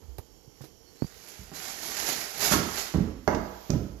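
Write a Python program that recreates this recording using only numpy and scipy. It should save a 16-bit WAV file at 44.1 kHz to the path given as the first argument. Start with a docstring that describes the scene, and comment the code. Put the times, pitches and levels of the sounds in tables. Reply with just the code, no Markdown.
"""Young kangaroo with a plastic bag

A young kangaroo noses a thin plastic bag on a rug, drags it underfoot and hops towards a hand-held
phone. Creases of the film snap in dense swarms; landings shake the wooden floor, boards clack and
claws tick in a live room, and fur swishes over the pile. Fingers bump the phone; faint hiss, thin
whistles and a few short high chirps lie behind."""
import sys
import numpy as np
from scipy import signal
from scipy.fft import rfft, irfft
from scipy.io import wavfile
from scipy.ndimage import uniform_filter1d

SR = 44100
rng = np.random.default_rng(int(sys.argv[2]) if len(sys.argv) > 2 else 0)


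def store_pcm(level_fs):
    """Save levels as 16-bit WAV."""
    pcm = np.round(np.clip(level_fs, -1, 1) * 32767).astype(np.int16)
    wavfile.write(sys.argv[1], SR, np.atleast_2d(pcm).T)


N = 176400
T = np.arange(N) / SR
FREQS = np.fft.rfftfreq(N, 1 / SR)

# how hard the bag is crumpled (time [s], level [dB])
CRUMPLE_CURVE = [(0, -68.5), (.5, -70.5), (.62, -62.5), (.72, -73.5), (.95, -63), (1.05, -55.5),
                 (1.15, -56.5), (1.3, -50), (1.4, -52.5), (1.52, -57.5), (1.555, -41), (1.63, -41.5),
                 (1.68, -38.5), (1.75, -44.5), (1.87, -36.5), (1.93, -39), (2.0, -33), (2.04, -35.5),
                 (2.08, -29), (2.16, -36.5), (2.24, -38), (2.33, -44), (2.39, -38), (2.415, -28),
                 (2.45, -24.5), (2.5, -31), (2.525, -23), (2.56, -34.5), (2.62, -42), (2.72, -41),
                 (2.775, -31.5), (2.82, -36.5), (2.88, -44), (2.96, -55), (3.15, -67), (4, -65.5)]
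# tone of the plastic film (frequency [Hz], level [dB])
FILM_EQ = [(60, -6), (110, -7.5), (260, -3), (400, -0.5), (550, -5), (750, 2), (1000, -5), (1400, -2),
           (2050, 0), (2600, -3.5), (3500, -4.5), (5000, 0.5), (6000, -1), (6900, 1), (8000, -9.5),
           (9000, -17.5), (10200, -8), (11400, -2), (13000, -6), (14500, -11.5)]
# feet landing on the rug (time [s], level [dB], brightness [Hz], floor boom [dB])
FOOTFALLS = [(1.392, -47.5, 99, -3), (1.517, -45.5, 720, -27), (2.514, -29.5, 484, -2),
             (2.538, -26.5, 410, 1), (2.576, -32, 460, -13), (2.940, -34, 587, 0), (2.946, -23.5, 280, -17),
             (2.958, -27.5, 267, -4.5), (2.984, -26.5, 220, -25), (3.075, -39.5, 258, -14),
             (3.278, -29.5, 404, 2), (3.346, -26.5, 260, -4.5), (3.696, -33.5, 260, -31),
             (3.702, -25, 253, 6), (3.736, -26, 221.5, 0), (3.806, -35, 216, 3)]
# tone of a thud before its treble is softened (frequency [Hz], level [dB])
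THUD_EQ = [(15, -56), (30, -21), (50, -5), (75, -6.5), (110, -5.5), (175, -1), (280, 1.5), (500, -5),
           (900, -3), (2000, 3), (5000, 9), (12000, -39)]
# modes of the wooden floor (frequency [Hz], level [dB], t60 [s])
FLOOR_MODES = [(48.1, -15, 0.81), (61.5, -13.5, 1), (87.5, -7, 0.46), (121, -4, 0.23), (148.4, -8.5, 0.51),
               (192.7, -2, 0.61), (226, -33, 0.25), (248.4, -22, .5), (282, -21, 0.61), (374, -33.5, 0.98)]
# boards giving and springing back underfoot (frequency [Hz], level [dB], t60 [s])
FLEX_MODES = [(140, -17, 0.076), (177.5, -4, 0.21), (259, -7, 0.11)]
# hard knocks on the boards (time [s], level [dB], pitch [ratio])
BOARD_KNOCKS = [(2.521, -25, 1.84), (2.536, -24, 1.47), (3.277, -17.5, 1.036), (3.331, -31.5, 1.34),
                (3.348, -39, 1.1), (3.704, -42, 0.75)]
# tone of a knock's attack at pitch 1 (frequency [Hz], level [dB])
CLACK_EQ = [(30, -65), (100, -40), (300, 2.5), (500, -0.5), (680, 2), (860, 9), (1150, -14), (1400, -9),
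            (2100, -13), (2800, -41), (6000, -26.5), (9000, -58), (14000, -34)]
# modes of a knocked board at pitch 1 (frequency [Hz], level [dB], t60 [s])
PLANK_MODES = [(472, -3.5, .035), (640, -5.5, 0.018), (745, 2, 0.034), (823, -4.5, 0.028),
               (1285, -16.5, .03), (2030, -18, 0.053)]
# claws and single creases (time [s], level [dB], decay [s], top shelf [dB], room send [dB])
TICK_HITS = [(.183, -41.5, 0.0086, 17, -14), (.616, -50.5, 0.016, 9, -10.5), (0.642, -51.5, 0.028, 10, -14),
             (1.067, -53, 0.0044, -11, -18), (1.285, -43, 0.0043, 17, -3), (2.397, -42, 0.0018, 12, -14),
             (2.773, -35, 0.0068, -7, -3), (3.277, -32.5, 0.0017, 1, -8), (3.348, -36.5, 0.0053, -10, -5),
             (3.704, -24, 0.0018, -8.5, -6.5)]
# tone of a tick (frequency [Hz], level [dB])
TICK_EQ = [(30, -43), (300, -24), (1500, -6), (3000, -6.5), (4500, -2.5), (6500, -2), (9000, -22),
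           (11500, -11), (14500, -19)]
# fur and tail brushing the rug (centre [s], half width [s], level [dB])
SWISHES = [(.62, 0.038, -68), (3.32, 0.026, -60), (3.44, 0.18, -56), (3.7, 0.16, -52.5)]
# tone of fur on the pile (frequency [Hz], level [dB])
FUR_EQ = [(100, -25), (1000, -9), (2500, 0.5), (4700, 1.5), (7000, 1), (9000, -27), (11500, -2),
          (14500, 1.5)]
# fingers bumping the phone (time [s], level [dB], pitch [Hz], decay [s], scuff [dB])
FINGER_HITS = [(.02, -44.5, 81, 0.071, -11), (0.082, -34, 61, 0.055, -38), (0.185, -30.5, 99, 0.0091, -7),
               (0.477, -35, 118, 0.004, -25), (0.608, -34.5, 138, 0.015, -10.5),
               (0.638, -44, 310, 0.017, -3.5), (1.022, -9, 239, 0.0017, -22),
               (1.029, -19.5, 160, 0.0026, -27), (1.044, -19.5, 161, 0.0041, -23)]
# thin whistles (start [s], end [s], pitch [Hz], level [dB])
WHISTLE_NOTES = [(.25, 1.25, 5510, -67), (.42, .95, 5893, -68), (3.05, 3.3, 5510, -70)]
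# faint high chirps (start [s], length [s], from [Hz], to [Hz], level [dB])
CHIRP_NOTES = [(0.85, .08, 4350, 4380, -63), (0.968, 0.15, 4150, 5050, -56), (1.07, .09, 4750, 4550, -68),
               (1.26, 0.073, 4800, 4600, -71), (3.385, 0.117, 4700, 4850, -57),
               (3.56, 0.13, 4750, 4750, -65)]
# tone of the hiss (frequency [Hz], level [dB])
HISS_EQ = [(20, -24), (45, 0), (80, -9.5), (250, -13.5), (470, -8.5), (560, -19.5), (850, -20.5),
           (1300, -30), (1900, -40), (2500, -40.5), (3100, -23.5), (3700, -38.5), (4500, -27),
           (5700, -26.5), (7000, -25), (8800, -48.5), (11500, -28), (14500, -35)]
# reverb time of the room (frequency [Hz], t60 [s])
ROOM_DECAY = [(60, 0.71), (160, 0.41), (420, 0.75), (1100, 0.9), (3000, 0.81), (7500, 0.51), (14000, 0.21)]
# response of the weaker left microphone (frequency [Hz], gain [dB])
LEFT_MIC_EQ = [(60, -10.5), (250, -11), (600, -9), (1100, -9), (2300, -10.5), (4500, -11.5), (13000, -10)]

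BAG_ROOM_DB, THUD_ROOM_DB, CLACK_ROOM_DB = -1.5, 4.5, 1  # reverb sends


def bag(peak_snaps_per_s=1100, rate_law=0.29, clump_s=0.0067, clump_db=1.5, trim_db=1.5):
    """Creases snap in clumps, faster and harder with the crumpling; each briefly rings the film."""
    crumple_db = np.interp(T, *np.array(CRUMPLE_CURVE).T)
    rate = peak_snaps_per_s * undb(rate_law * (crumple_db - crumple_db.max()))  # for each pitch
    snaps, t = np.zeros(N), T[:256]
    for hz in np.geomspace(500, 14000, 12):
        hits = (rng.random(N) < rate / SR) * rng.choice([-1, 1], N) / np.sqrt(rate)
        ring_s = 0.00049 * np.sqrt(2000 / hz)
        ring = np.exp(-t / ring_s) * np.sin(2 * np.pi * hz * t)
        snaps += unit(np.convolve(hits, ring)[:N]) * np.sqrt(hz)
    # flatten the swarm's own spectrum, then give it the film's tone
    swarm_db = 10 * np.log10(uniform_filter1d(np.abs(rfft(snaps)) ** 2, size=2001))
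    film = unit(colour(snaps, on_log(FREQS, FILM_EQ) - swarm_db))
    env = undb(crumple_db + trim_db + clump_db * wobble(int(clump_s * SR)))
    return film * env / np.sqrt(1 + undb(BAG_ROOM_DB) ** 2)  # leave space for the reverb


def thuds(decay_s=0.013, rolloff_order=2.52, scrape_db=-2):
    """Each foot lands through the rug: one dull push and a weaker scrape."""
    out = 0
    for start, db, bright_hz, _ in FOOTFALLS:
        eq = on_log(FREQS, THUD_EQ) - 10 * rolloff_order * np.log10(1 + (FREQS / bright_hz) ** 2)
        push = np.zeros(N)
        push[int(start * SR)] = np.sqrt(decay_s * SR / 2)
        out += undb(db) * (colour(push, eq) + undb(scrape_db) * burst(start, decay_s, eq))
    return out


def floor_boom(flex_db=-0.5):
    """Each landing sets the whole floor booming and flexes the boards underfoot."""
    out = 0
    for start, db, _, boom_db in FOOTFALLS:
        out += undb(db + boom_db) * struck(FLOOR_MODES, start)
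        out += undb(db + flex_db) * struck(FLEX_MODES, start)
    return out


def clacks(attack_decay_s=0.006, ring_db=4):
    """Hard knocks of foot on board, each with a short hollow ring."""
    out = 0
    for start, db, pitch in BOARD_KNOCKS:
        attack = burst(start, attack_decay_s, on_log(FREQS / pitch, CLACK_EQ))
        out += undb(db) * (attack + undb(ring_db) * struck(PLANK_MODES, start, pitch))
    return out


def ticks(tails):
    """Tiny bright contacts of claws and single creases; the nearer ones are drier."""
    top_shelf = on_log(FREQS, [(7000, 0), (11000, 1)])
    close, send = 0, 0
    for start, db, decay_s, top_db, room_db in TICK_HITS:
        tick = undb(db) * burst(start, decay_s, on_log(FREQS, TICK_EQ) + top_db * top_shelf)
        close += tick
        send += undb(room_db) * tick
    return direct(close) + echoes(send, tails)


def fur():
    """Soft swishes of fur over the pile."""
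    env = sum(undb(db) * np.exp(-((T - centre) / width) ** 2) for centre, width, db in SWISHES)
    return env * stereo_noise(FUR_EQ)


def finger_bumps(scuff_hz=600, low_cut_hz=50):
    """Fingers knock the phone's case: a dry low pulse with a little scuff."""
    scuff = colour(rng.standard_normal(N), -20 * np.log10(1 + (FREQS / scuff_hz) ** 2))
    knocks = 0
    for start, db, hz, decay_s, scuff_db in FINGER_HITS:
        body = np.sin(2 * np.pi * hz * (T - start))
        knocks += undb(db) * fade(start, decay_s) * (undb(scuff_db) * scuff - body)
    return butter(knocks, 2, low_cut_hz, "high")


def whistles(fade_s=0.033):
    """Thin high tones that come and go at a steady pitch."""
    out = 0
    for start, end, hz, db in WHISTLE_NOTES:
        gate = np.clip(np.minimum(T - start, end - T) / fade_s, 0, 1)
        out += undb(db) * gate * np.sin(2 * np.pi * hz * T)
    return out


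def chirps():
    """Short high glides with a slight waver in pitch."""
    waver = 1 + 0.008 * wobble(150)
    out = 0
    for start, length, from_hz, to_hz, db in CHIRP_NOTES:
        progress = np.clip((T - start) / length, 0, 1)
        hz = (from_hz + (to_hz - from_hz) * progress) * waver
        out += undb(db) * np.sin(np.pi * progress) * np.sin(2 * np.pi * np.cumsum(hz) / SR)
    return out


def background(hiss_db=-57.5, flutter_db=2, flutter_s=0.049):
    """A bed of quiet hiss, with whistles and chirps fluttering in level."""
    hiss = undb(hiss_db) * stereo_noise(HISS_EQ)
    tones = whistles() + chirps()
    return hiss + tones * undb(flutter_db * wobble(int(flutter_s * SR)))


def room_tails(alike_hz=440, build_s=0.0027, early_boost=0.59, early_s=0.024):
    """A stereo reverb tail, alike in the bass, with strong first reflections and a decay per band."""
    t, freqs = T[:SR], np.fft.rfftfreq(SR, 1 / SR)
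    common, apart = rfft(rng.standard_normal((2, SR)))
    alike = 1 / (1 + (freqs / alike_hz) ** 4)
    noise = np.array([common, alike * common + np.sqrt(1 - alike ** 2) * apart])
    onset = (1 - np.exp(-t / build_s)) * (1 + early_boost * np.exp(-t / early_s))
    out = 0
    for band_hz, t60 in ROOM_DECAY:
        band = on_log(freqs, [(hz, hz == band_hz) for hz, _ in ROOM_DECAY])
        env = onset * np.exp(-np.log(1000) * t / t60)
        out += irfft(noise * band) * env / np.sqrt(np.sum(env ** 2))
    return out


def echoes(x, tails, cycle_s=0.2):
    """Reverb that crossfades round the tails, like the shifting echoes of a moving animal."""
    out = 0
    for k, tail in enumerate(tails):
        share = np.maximum(np.cos(2 * np.pi * (T / cycle_s - k / len(tails))), 0)
        out += signal.fftconvolve((share * x)[None], tail, axes=1)[:, :N]
    return out


def direct(x, shadow_hz=563):
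    """Dry sound as (right, left): the left microphone is shadowed in the treble."""
    return np.array([x, butter(x, 1, shadow_hz, "low")])


def in_room(x, tails, room_db):
    """Direct sound plus its echoes."""
    return direct(x) + undb(room_db) * echoes(x, tails)


def struck(modes, start, pitch=1):
    """Modes that ring for up to half a second from one blow."""
    out, i, t = np.zeros(N), int(start * SR), T[:SR // 2]
    ring = sum(undb(db) * np.exp(-np.log(1000) * t / t60) * np.sin(2 * np.pi * hz * pitch * t)
               for hz, db, t60 in modes)
    out[i:i + len(t)] = ring[:N - i]
    return out / 2


def burst(start, decay_s, eq):
    """A short coloured scrape, level 1 at its start."""
    env = fade(start, decay_s)
    return unit(colour(env * rng.standard_normal(N), eq)) * np.sqrt(np.mean(env ** 2))


def fade(start, decay_s):
    """Sudden start and exponential fall."""
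    return (T >= start) * np.exp(-np.maximum(T - start, 0) / decay_s)


def stereo_noise(points):
    """Wide coloured noise, rms 1 on each side."""
    return np.array([unit(colour(rng.standard_normal(N), on_log(FREQS, points))) for _ in range(2)])


def wobble(samples):
    """Smoothed random motion, rms 1."""
    return unit(uniform_filter1d(rng.standard_normal(N), size=samples))


def colour(x, eq):
    """Minimum-phase EQ of unit power gain, shaped by a dB value at each of FREQS."""
    cepstrum = irfft(np.log(unit(undb(eq))), N)
    cepstrum[1:N // 2] *= 2
    cepstrum[N // 2 + 1:] = 0
    impulse = irfft(np.exp(rfft(cepstrum)), N)[:N // 16]
    return signal.fftconvolve(x, impulse)[:N]


def butter(x, order, hz, kind):
    """Plain low-pass or high-pass."""
    return signal.sosfilt(signal.butter(order, hz, kind, fs=SR, output="sos"), x)


def on_log(hz, points):
    """Read (Hz, value) points on a log-frequency axis."""
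    point_hz, values = np.array(points, float).T
    return np.interp(np.log(np.maximum(hz, 1)), np.log(point_hz), values)


def undb(db):
    """Decibels to gain."""
    return 10 ** (np.asarray(db) / 20)


def unit(x):
    """Scale to rms 1."""
    return x / np.sqrt(np.mean(x ** 2))


def scene(bump_left_db=-30, background_left_db=-22):
    """Bag and feet in the room, stronger on the right; handling noise and background on top."""
    tails = [room_tails() for _ in range(4)]
    feet = in_room(thuds(), tails, THUD_ROOM_DB) + floor_boom()
    crinkle = in_room(bag(), tails, BAG_ROOM_DB)
    boards = in_room(clacks(), tails, CLACK_ROOM_DB)
    right, left = crinkle + feet + boards + ticks(tails) + fur()
    left = irfft(rfft(left) * undb(on_log(FREQS, LEFT_MIC_EQ)), N)
    handling = finger_bumps() * undb([[bump_left_db], [0]])
    bed = background() * undb([[background_left_db], [0]])
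    return np.array([left, right]) + handling + bed


def record(dry, gain_db=4.5, low_cut_hz=33, top_hz=14450):
    """The phone adds a steady gain, trims the deepest rumble and cuts the top."""
    trimmed = butter(dry * undb(gain_db), 3, low_cut_hz, "high")
    return signal.sosfilt(signal.ellip(10, .2, 80, top_hz, fs=SR, output="sos"), trimmed)


dry = scene()
out = record(dry)
store_pcm(out)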